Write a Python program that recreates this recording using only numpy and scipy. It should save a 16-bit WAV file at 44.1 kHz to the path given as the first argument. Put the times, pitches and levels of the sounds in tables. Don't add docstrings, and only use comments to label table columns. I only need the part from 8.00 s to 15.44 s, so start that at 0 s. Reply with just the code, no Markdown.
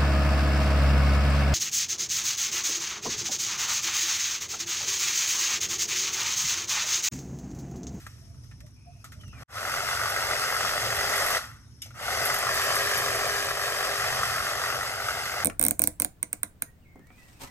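import sys
import numpy as np
from scipy import signal
from scipy.fft import rfft, irfft, next_fast_len
from scipy.io import wavfile
from scipy.ndimage import uniform_filter1d

SR = 44100
rng = np.random.default_rng(int(sys.argv[2]) if len(sys.argv) > 2 else 0)


def put_to_file(sound):
    columns = np.atleast_2d(sound).T
    safe = np.clip(columns, -1, 1)
    whole_steps = np.round(safe * 32767)
    wavfile.write(sys.argv[1], SR, whole_steps.astype(np.int16))


def magnitude_from_level(level_db):
    exponent = np.asarray(level_db, float) / 20
    return 10 ** exponent


N = 328089
T = np.arange(N) / SR
SIZE = next_fast_len(N)
HZ = np.fft.rfftfreq(SIZE, 1 / SR)

# frequency in Hz, density in dB per Hz.
RUMBLE = [(26, -56), (34, -17), (40, -21), (52, 0), (85, 2), (120, 3.5), (140, -0.5), (160, -11),
          (250, -12), (330, -22.5), (430, -30.5), (800, -100)]
RUMBLE_DB, EARLY_RUMBLE_DB, SWELL_DB = -48, -0.5, 2
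# frequency in Hz, density in dB per Hz.
AIR = [(250, 3), (330, 0), (600, -4.5), (1400, -9), (3000, -9.5), (4800, -9.5), (5200, 2.5), (5900, 2),
       (6600, -9), (8000, -14), (10000, -6), (11700, -12.5), (12600, -22), (13400, -45)]
AIR_DB = -58
LULL_S, LULL_LENGTH_S, LULL_DB = 0.86, 0.12, -4
# frequency in Hz, width in Hz, level in dB, throbs per second.
CRICKET = (9192, 305, -79, 35)
# start in seconds, length in seconds, pitch in Hz, level in dB.
DOVE = [
    (0.2, 0.18, 676, -66),
    (0.596, .11, 618, -61.5),
    (0.849, 0.08, 711, -52.5),
    (.94, 0.085, 680, -64),
    (1.144, 0.17, 615, -65),
]
COO_PEAK, COO_FADE_DB, COO_DROOP = 0.26, -8, 0.023
# start in seconds, length in seconds, first Hz, last Hz, level in dB.
BIRDS = [
    (0.747, .3, 2430, 2600, -68.5),
    (1.191, .245, 3170, 2110, -59.5),
    (1.28, 0.094, 2930, 2800, -64),
]
SMEAR_BY_END, SMEAR_PER_DB, CLEAR_DB = .7, .16, -60
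# start in
# seconds, # peak in dB, ring in Hz, 60 dB decay in seconds, fizz in dB.
TICKS = [(0.0, -45.5, 1700, 1.0, -6), (0.065, -27.5, 1460, 0.056, -14), (0.344, -55, 1260, 0.1, -7),
         (0.4377, -48, 1230, 0.065, -5), (0.5118, -38.5, 1850, 0.088, -21), (0.6033, -39, 1940, 0.06, -9.5),
         (0.663, -62, 1040, 0.13, 7.5), (0.7894, -63, 2270, 0.1, -14), (1.042, -34.5, 1280, 0.13, -7),
         (1.1193, -36, 1630, 0.13, -11), (1.2097, -44, 3060, 0.084, -9), (1.2347, -36, 1480, 0.048, -30),
         (1.2785, -45.5, 2820, 0.046, -4), (1.327, -40.5, 1240, 0.3, -46), (3.7349, -62, 1298, 0.1, -14),
         (3.784, -55, 1500, 0.06, -25), (3.8192, -37, 3100, 0.26, -9.5), (3.8573, -43, 706, 0.13, -5),
         (3.906, -36.5, 1490, 0.066, -18)]
LATCH_S, LATCH_DB = 3.8185, -41
# frequency in Hz, level in dB, 60 dB decay in seconds.
LATCH = [(2310, -12, 0.4), (2970, 2, 0.11), (3600, -1, .08), (5200, 2.5, 0.14), (6080, -1.5, 0.17),
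         (6800, -3, .1), (8270, -0.5, 0.093), (11300, -3, 0.1)]
# start in seconds, peak in dB.
SNIPS = [(2.0964, -30), (2.9555, -29), (3.158, -27), (3.2623, -24), (3.3056, -26), (3.823, -42),
         (4.252, -20), (4.3398, -23), (4.3852, -25), (4.5414, -25), (4.6352, -29), (4.7534, -22),
         (4.9742, -24), (5.1515, -29)]
SNIP_S, SNIP_DB, SNIP_HZ = 0.021, 2, 8900

# on in seconds, off in seconds, level in dB.
PULLS = [
    (1.335, 2, -8),
    (1.445, 3.385, 0),
    (3.93, 8, 0),
]
FREE_HZ, SPIN_S, SPIN_SHAPE, COAST_S = 407.5, .085, 1.2, .17
GEAR = 69 / 8
# middle in seconds, sag in Hz, length in seconds.
BITES = [
    (2.45, 1.5, .4),
    (5.2, 5, .43),
    (5.6, 2.5, .6),
    (5.92, 6.5, .3),
    (6.15, 3, .3),
    (6.4, 6.5, .45),
    (6.75, 4, .7),
]
# time in seconds, nearness in dB, motor end turned to the camera from 0 to 1.
HOLD = [(1.6, 0, 0.37), (2.0, 0, .1), (2.35, 1, 0.5), (2.65, 2, 0.22), (2.95, 1.5, 0.86), (3.35, 4, 0.35),
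        (4.2, 3.5, 0.6), (4.5, 3, 0.42), (4.8, 4, 0.54), (5.2, 1.5, 0.85), (5.6, 0.84, 0.66),
        (6.0, 2.3, 0.6), (6.3, 0.5, 0.16), (6.7, 0.5, 0.24), (7.0, -2.5, 0.5), (7.44, -1, 0.5)]
SWAY_DB, SWAY_HZ = 0.82, 5.3
PARTS = {"blades": (-33, -7.5, 3, 4.5, 123), "housing": (-40.5, 5.5, 4, 12, 200),
         "guard": (-42.5, 7, 4, 11, 137), "hiss": (-39.5, 0.2, 6.5, 7, 143),
         "hum": (-55.5, 12, 35, 13, 300)}
BUILD_DB, BUILD_S = -15.5, 0.11
SCRAPE = 0.61
# frequency in Hz, density in dB per Hz.
BLADES = [(500, -75), (950, -0.5), (1150, 0), (1350, 0.5), (1550, 2.5), (1900, -9), (3000, -53),
          (6000, -39)]
# frequency in Hz, density in dB per Hz.
GUARD = [(1000, -46), (1550, 3), (1750, 3.5), (2050, 11), (2300, -3.5), (3000, -5), (4000, -23),
         (8000, -10), (11500, -19), (13000, -23)]
# frequency in Hz, density in dB per Hz.
HOUSING = [(200, -19), (330, -3.5), (430, -4), (600, -2), (780, -1), (900, -9), (1300, -23.5), (3000, -58)]
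# frequency in Hz, density in dB per Hz.
HISS = [(300, -16.5), (1500, 0), (3000, -0.5), (4200, -2.5), (5200, 1.5), (7000, -6.5), (8200, -6),
        (9000, -6.5), (10000, -5.5), (11500, -3), (12300, -11), (13000, -10.5), (13500, -18.5),
        (15700, -24.5)]
MULTIPLES = [4, 12, 16, 18, 37]
# level in dB, blur in Hz.
WHINE = [(8.5, 25), (4.5, 40), (-4.5, 28), (-15, 25), (-18, 30)]
BEAM_DB = 0.33

# time in seconds, second dip in Hz.
DIP = [(0, 950), (1.6, 995), (2.2, 1018), (2.8, 984), (3.3, 980), (4.1, 1028), (4.6, 917), (5.1, 914),
       (5.6, 924), (6.1, 964), (6.6, 974), (7.0, 1040), (7.44, 1020)]
# frequency in Hz, lead of the left in radians.
LEAD = [(0, 0), (170, -.15), (350, .5), (600, .75), (1700, .8), (3000, 2.4), (4500, 3.0), (5400, 3.4),
        (6300, 6.3), (7000, 5.7), (8200, 5.9), (9000, 5.3), (9800, 3.2), (10400, 3.0), (11900, 0),
        (12800, -.3)]
# frequency in Hz, left minus right in dB.
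LOUDER = [(60, -2.1), (300, -.5), (1000, 3), (2200, -1), (3300, 2.3), (4400, .6), (5500, 5.5), (6500, 2.5),
          (8100, -4), (9100, 1), (9900, 0)]
# frequency in Hz, likeness from 0 to 1.
NEAR = [(100, .95), (500, .97), (1200, .86), (2500, .78), (4300, .5), (5200, .68), (7000, .5), (8200, .2),
        (9200, .5), (9750, .95), (10400, .95), (11000, .8), (11900, .92), (12600, .6), (13600, 0),
        (14600, .85)]
# frequency in Hz, likeness from 0 to 1.
FAR = [(70, .95), (200, .84), (700, .6), (1500, .1), (2500, .45), (5000, .25), (6500, .6), (8000, .2),
       (9200, .45), (9800, .88), (10400, .88), (11000, .75), (11900, .9), (13000, .3)]


def evened(x):
    return x / np.sqrt(np.mean(x ** 2) + 1e-20)


def read(points, hz):
    f, value = np.transpose(points)
    return np.interp(np.log(hz + 1), np.log(f + 1), value)


def coloured(x, points):
    return evened(irfft(rfft(x, SIZE) * magnitude_from_level(read(points, HZ)), SIZE)[..., :N])


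def along(points):
    return np.interp(T, *np.transpose(points))


def wander(hz):
    count = next_fast_len(N // 16 + 2)
    low_pass = 1 / (1 + (np.fft.rfftfreq(count, 16 / SR) / hz) ** 4)
    slow = irfft(rfft(rng.standard_normal(count)) * low_pass, count)
    return np.interp(T, np.arange(count) * 16 / SR, evened(slow))


def fuzzy(hz, blur_hz):
    carrier = np.exp(2j * np.pi * np.cumsum(hz) / SR)
    slow = rng.standard_normal((2, len(hz) // 32 + 2, 2)) @ [1, 1j]
    for _ in range(2):
        slow = signal.lfilter([1], [1, -np.exp(-np.pi * blur_hz * 32 / SR)], slow)
    slow = [np.interp(np.arange(len(hz)) / 32, np.arange(len(z)), z) for z in slow]
    return evened((slow * carrier).real)


def patchy(patchy_db, bins=5, frames=12):
    count = N // 128 + 5
    a, b, c, d, patches = rng.standard_normal((count, 257, 5), dtype=np.float32).T
    patches = uniform_filter1d(patches, size=bins, axis=0)
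    patches = evened(uniform_filter1d(patches, size=frames, axis=1))
    z = np.array([a + 1j * b, c + 1j * d]) * magnitude_from_level(patchy_db * patches)
    return signal.istft(z, nperseg=512, noverlap=384)[1][:, :N]


def place(out, start, sound):
    part = out[:, round(start * SR):][:, :sound.shape[1]]
    part += sound[:, :part.shape[1]]


def garden():
    rumble_db = RUMBLE_DB + EARLY_RUMBLE_DB * (T < 1.434) + SWELL_DB * wander(2.7)
    rumble = coloured(rng.standard_normal((2, N)), RUMBLE) * magnitude_from_level(rumble_db)
    air = magnitude_from_level(AIR_DB - 2.5) * coloured(patchy(2.3), AIR) * magnitude_from_level(1.2 * wander(3))
    air *= magnitude_from_level(LULL_DB * np.exp(-((T - LULL_S) / LULL_LENGTH_S) ** 2))
    hz, width, db, rate = CRICKET
    chirr = coloured(rng.standard_normal((2, N)), [(hz - 3 * width, -60), (hz, 0), (hz + 3 * width, -60)])
    cricket = magnitude_from_level(db + 1.6 * wander(3.5)) * chirr * (1 + 1.3 * np.cos(2 * np.pi * rate * T))
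    return rumble + air + cricket


def call_shape(length):
    u = np.arange(round(length * SR)) / (length * SR)
    return u, np.minimum(np.minimum(u, 1 - u) * length / 0.024, 1)


def birds():
    out = np.zeros((2, N))
    for start, length, hz, db in DOVE:
        u, edge = call_shape(length)
        coo = fuzzy(hz * (1 - COO_DROOP * u), 34)
        place(out, start, edge * magnitude_from_level(db + COO_FADE_DB * abs(u - COO_PEAK)) * coo)
    for start, length, first_hz, last_hz, db in BIRDS:
        u, edge = call_shape(length)
        hz = first_hz + (last_hz - first_hz) * u
        smear = np.clip(SMEAR_BY_END * u + SMEAR_PER_DB * (CLEAR_DB - db), 0, .95)
        whistle = np.sqrt(1 - smear ** 2) * fuzzy(hz, 70) + smear * fuzzy(hz, 320)
        place(out, start, edge * magnitude_from_level(db) * whistle)
    return out


def ticks():
    out, t = np.zeros((2, N)), np.arange(14000) / SR
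    fizz_band = signal.butter(3, [1100, 12000], "band", fs=SR)
    for start, db, hz, t60, fizz_db in TICKS:
        noise = rng.standard_normal((2, 2, len(t)))
        ring = evened(signal.lfilter(*signal.iirpeak(hz, 2.8, SR), noise[0]))
        fizz = magnitude_from_level(fizz_db + 13) * signal.lfilter(*fizz_band, noise[1])
        tail = 0.056 * magnitude_from_level(-60 * t / 0.4)
        shape = (1 - np.exp(-t / 0.00077)) * (magnitude_from_level(-60 * t / max(t60, .01)) + tail)
        place(out, start, magnitude_from_level(db - 12.5) * (ring + fizz) * shape)
    return out


def latch():
    out, t = np.zeros((2, N)), np.arange(9000) / SR
    for hz, db, t60 in LATCH:
        place(out, LATCH_S, magnitude_from_level(LATCH_DB + db - 60 * t / t60) * fuzzy(hz + 0 * t, 160))
    return out


def snips():
    out, t = np.zeros((2, N)), np.arange(2000) / SR
    band = signal.butter(3, [SNIP_HZ, 12500], "band", fs=SR)
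    for start, db in SNIPS:
        spit = signal.lfilter(*band, rng.standard_normal((2, len(t))))
        place(out, start, magnitude_from_level(db + SNIP_DB) * spit * np.exp(-t / SNIP_S))
    return out


def throttle():
    latest = np.searchsorted([p[0] for p in PULLS], T, side="right") - 1
    on, off, db = np.transpose(PULLS)[:, latest]
    running = np.maximum(np.minimum(T, off) - on, 0)
    risen = 1 - np.exp(-(running / SPIN_S) ** SPIN_SHAPE)
    return risen + 1e-3, T - off, db + BUILD_DB * np.exp(-running / BUILD_S)


def shaft_hz(risen, since):
    sag = sum(hz * np.maximum(1 - 2 * abs(T - s) / length, 0) for s, hz, length in BITES)
    return (FREE_HZ - sag) * risen * np.exp(-np.maximum(since, 0) / COAST_S)


def part_db(part, risen, since, pull_db):
    db, turned_db, halving_db, lost_db, fall_db = part
    s, near_db, turn = np.transpose(HOLD)
    released = uniform_filter1d(np.where(since > 0, lost_db + fall_db * since, 0), size=600)
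    held = np.interp(T, s, near_db + turned_db * turn) + SWAY_DB * wander(SWAY_HZ)
    return db + pull_db + held + halving_db * np.log2(risen) - released


def clashes(strokes, spread_db, fade):
    force = magnitude_from_level(spread_db * np.clip(rng.standard_normal(800), -2, 2))
    blows = force[strokes.astype(int) % 800] * np.exp(-(strokes % 1) / fade)
    return uniform_filter1d(blows, size=50)


def whine(shaft):
    turn = np.interp(T, *np.transpose(HOLD)[::2])
    out = np.zeros((2, N))
    for k, (db, blur_hz) in zip(MULTIPLES, WHINE):
        out += magnitude_from_level(db + BEAM_DB * k * turn) * fuzzy(shaft * k, blur_hz)
    return (shaft / shaft.max()) ** 2 * out


def trimmer():
    risen, since, pull_db = throttle()
    levels = [part_db(part, risen, since, pull_db) for part in PARTS.values()]
    blades_db, housing_db, guard_db, hiss_db, hum_db = levels
    shaft = shaft_hz(risen, since)
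    turns = np.cumsum(shaft) / SR
    first, second = np.interp([2.523, 5.551], T, turns)
    strokes = (turns - np.where(T < 3.85, first, second)) / GEAR + 400
    strokes += .015 * wander(30)
    main = clashes(strokes, 1.6, .3)
    back = clashes(strokes + .5, 2.5, .2)
    main += (SCRAPE - main) * (1 - shaft / shaft.max())

    noise = patchy(1.32)
    new_stroke = np.diff(np.floor(strokes), prepend=0) == 1
    knock = 11 * noise.std() * np.roll(main, -25) * new_stroke
    rattle = noise * magnitude_from_level(1.6 * wander(300))
    body = magnitude_from_level(blades_db - 1.5) * coloured(rattle * (.2 + main + .2 * back) + knock, BLADES)
    body += magnitude_from_level(guard_db - 3.5) * coloured(rattle * (0.23 + main + 0.053 * back) + 0.41 * knock, GUARD)
    late = np.roll(main, 90, axis=0)
    body += magnitude_from_level(housing_db - 3.0) * coloured(rattle * (0.65 + late + 0.96 * back), HOUSING)

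    puff = 1 + 0.15 * np.cos(2 * np.pi * turns) + 0.15 * (main + back)
    body += magnitude_from_level(hiss_db + 5.5) * coloured(noise * puff * magnitude_from_level(0.16 * wander(22.0)), HISS)
    body += magnitude_from_level(hiss_db - 13.0) * whine(shaft)
    load = 1 + 0.43 * np.cos(2 * np.pi * strokes - 1.2)
    hum = np.sqrt(2) * np.cos(2 * np.pi * turns) * load
    return body + magnitude_from_level(hum_db) * hum


def lawn(pair, echo_db=-4.5, dull_hz=1700):
    delay = 3 / (2 * along(DIP)) - np.sqrt(2) / (2 * np.pi * dull_hz)
    dull = signal.lfilter(*signal.butter(2, dull_hz, fs=SR), pair)
    return pair + magnitude_from_level(echo_db) * np.array([np.interp(T - delay, T, x) for x in dull])


def ports(pair, likeness):
    first, second = rfft(pair, SIZE)
    same = np.clip(read(likeness, HZ), 0, 1)
    lag = np.exp(-1j * np.interp(HZ, *np.transpose(LEAD)))
    right = same * first * lag + np.sqrt(1 - same ** 2) * second
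    tilt = magnitude_from_level(read(LOUDER, HZ) / 2)
    return irfft([first * tilt, right / tilt], SIZE)[:, :N]


def scene():
    far = birds() + garden()
    near = lawn(trimmer() + snips() + ticks() + latch())
    return ports(near, NEAR) + ports(far, FAR)


def thinned(x, below_db=9.0, quiet_db=-112):
    z = signal.stft([x[0] + x[1], x[0] - x[1]], nperseg=2048)[2]
    top = z[:, 436:1020].reshape(2, -1, 8, z.shape[2])
    power = (abs(top) ** 2).mean(axis=2)
    treble = power[:, :14].sum(axis=0).mean(axis=0)
    keep = power > treble / magnitude_from_level(2 * below_db) + magnitude_from_level(2 * quiet_db)
    z[:, 436:1020] = (top * keep[:, :, None]).reshape(2, -1, z.shape[2])
    mid, side = signal.istft(z, nperseg=2048)[1][:, :N] / 2
    return np.array([mid + side, mid - side])


def scene_change():
    cut_s, silent_s, fade_in_s = 1.434, .044, .085
    back = np.clip((T - cut_s - silent_s) / fade_in_s, .003, 1)
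    return uniform_filter1d(np.where(T < cut_s, 1, back), size=150)


def band_limit(x):
    return signal.sosfilt(signal.butter(12, 15670, fs=SR, output="sos"), x)


def record(dry):
    mix = thinned(dry) * scene_change()
    return band_limit(mix)


dry = scene()
out = record(dry)
put_to_file(out)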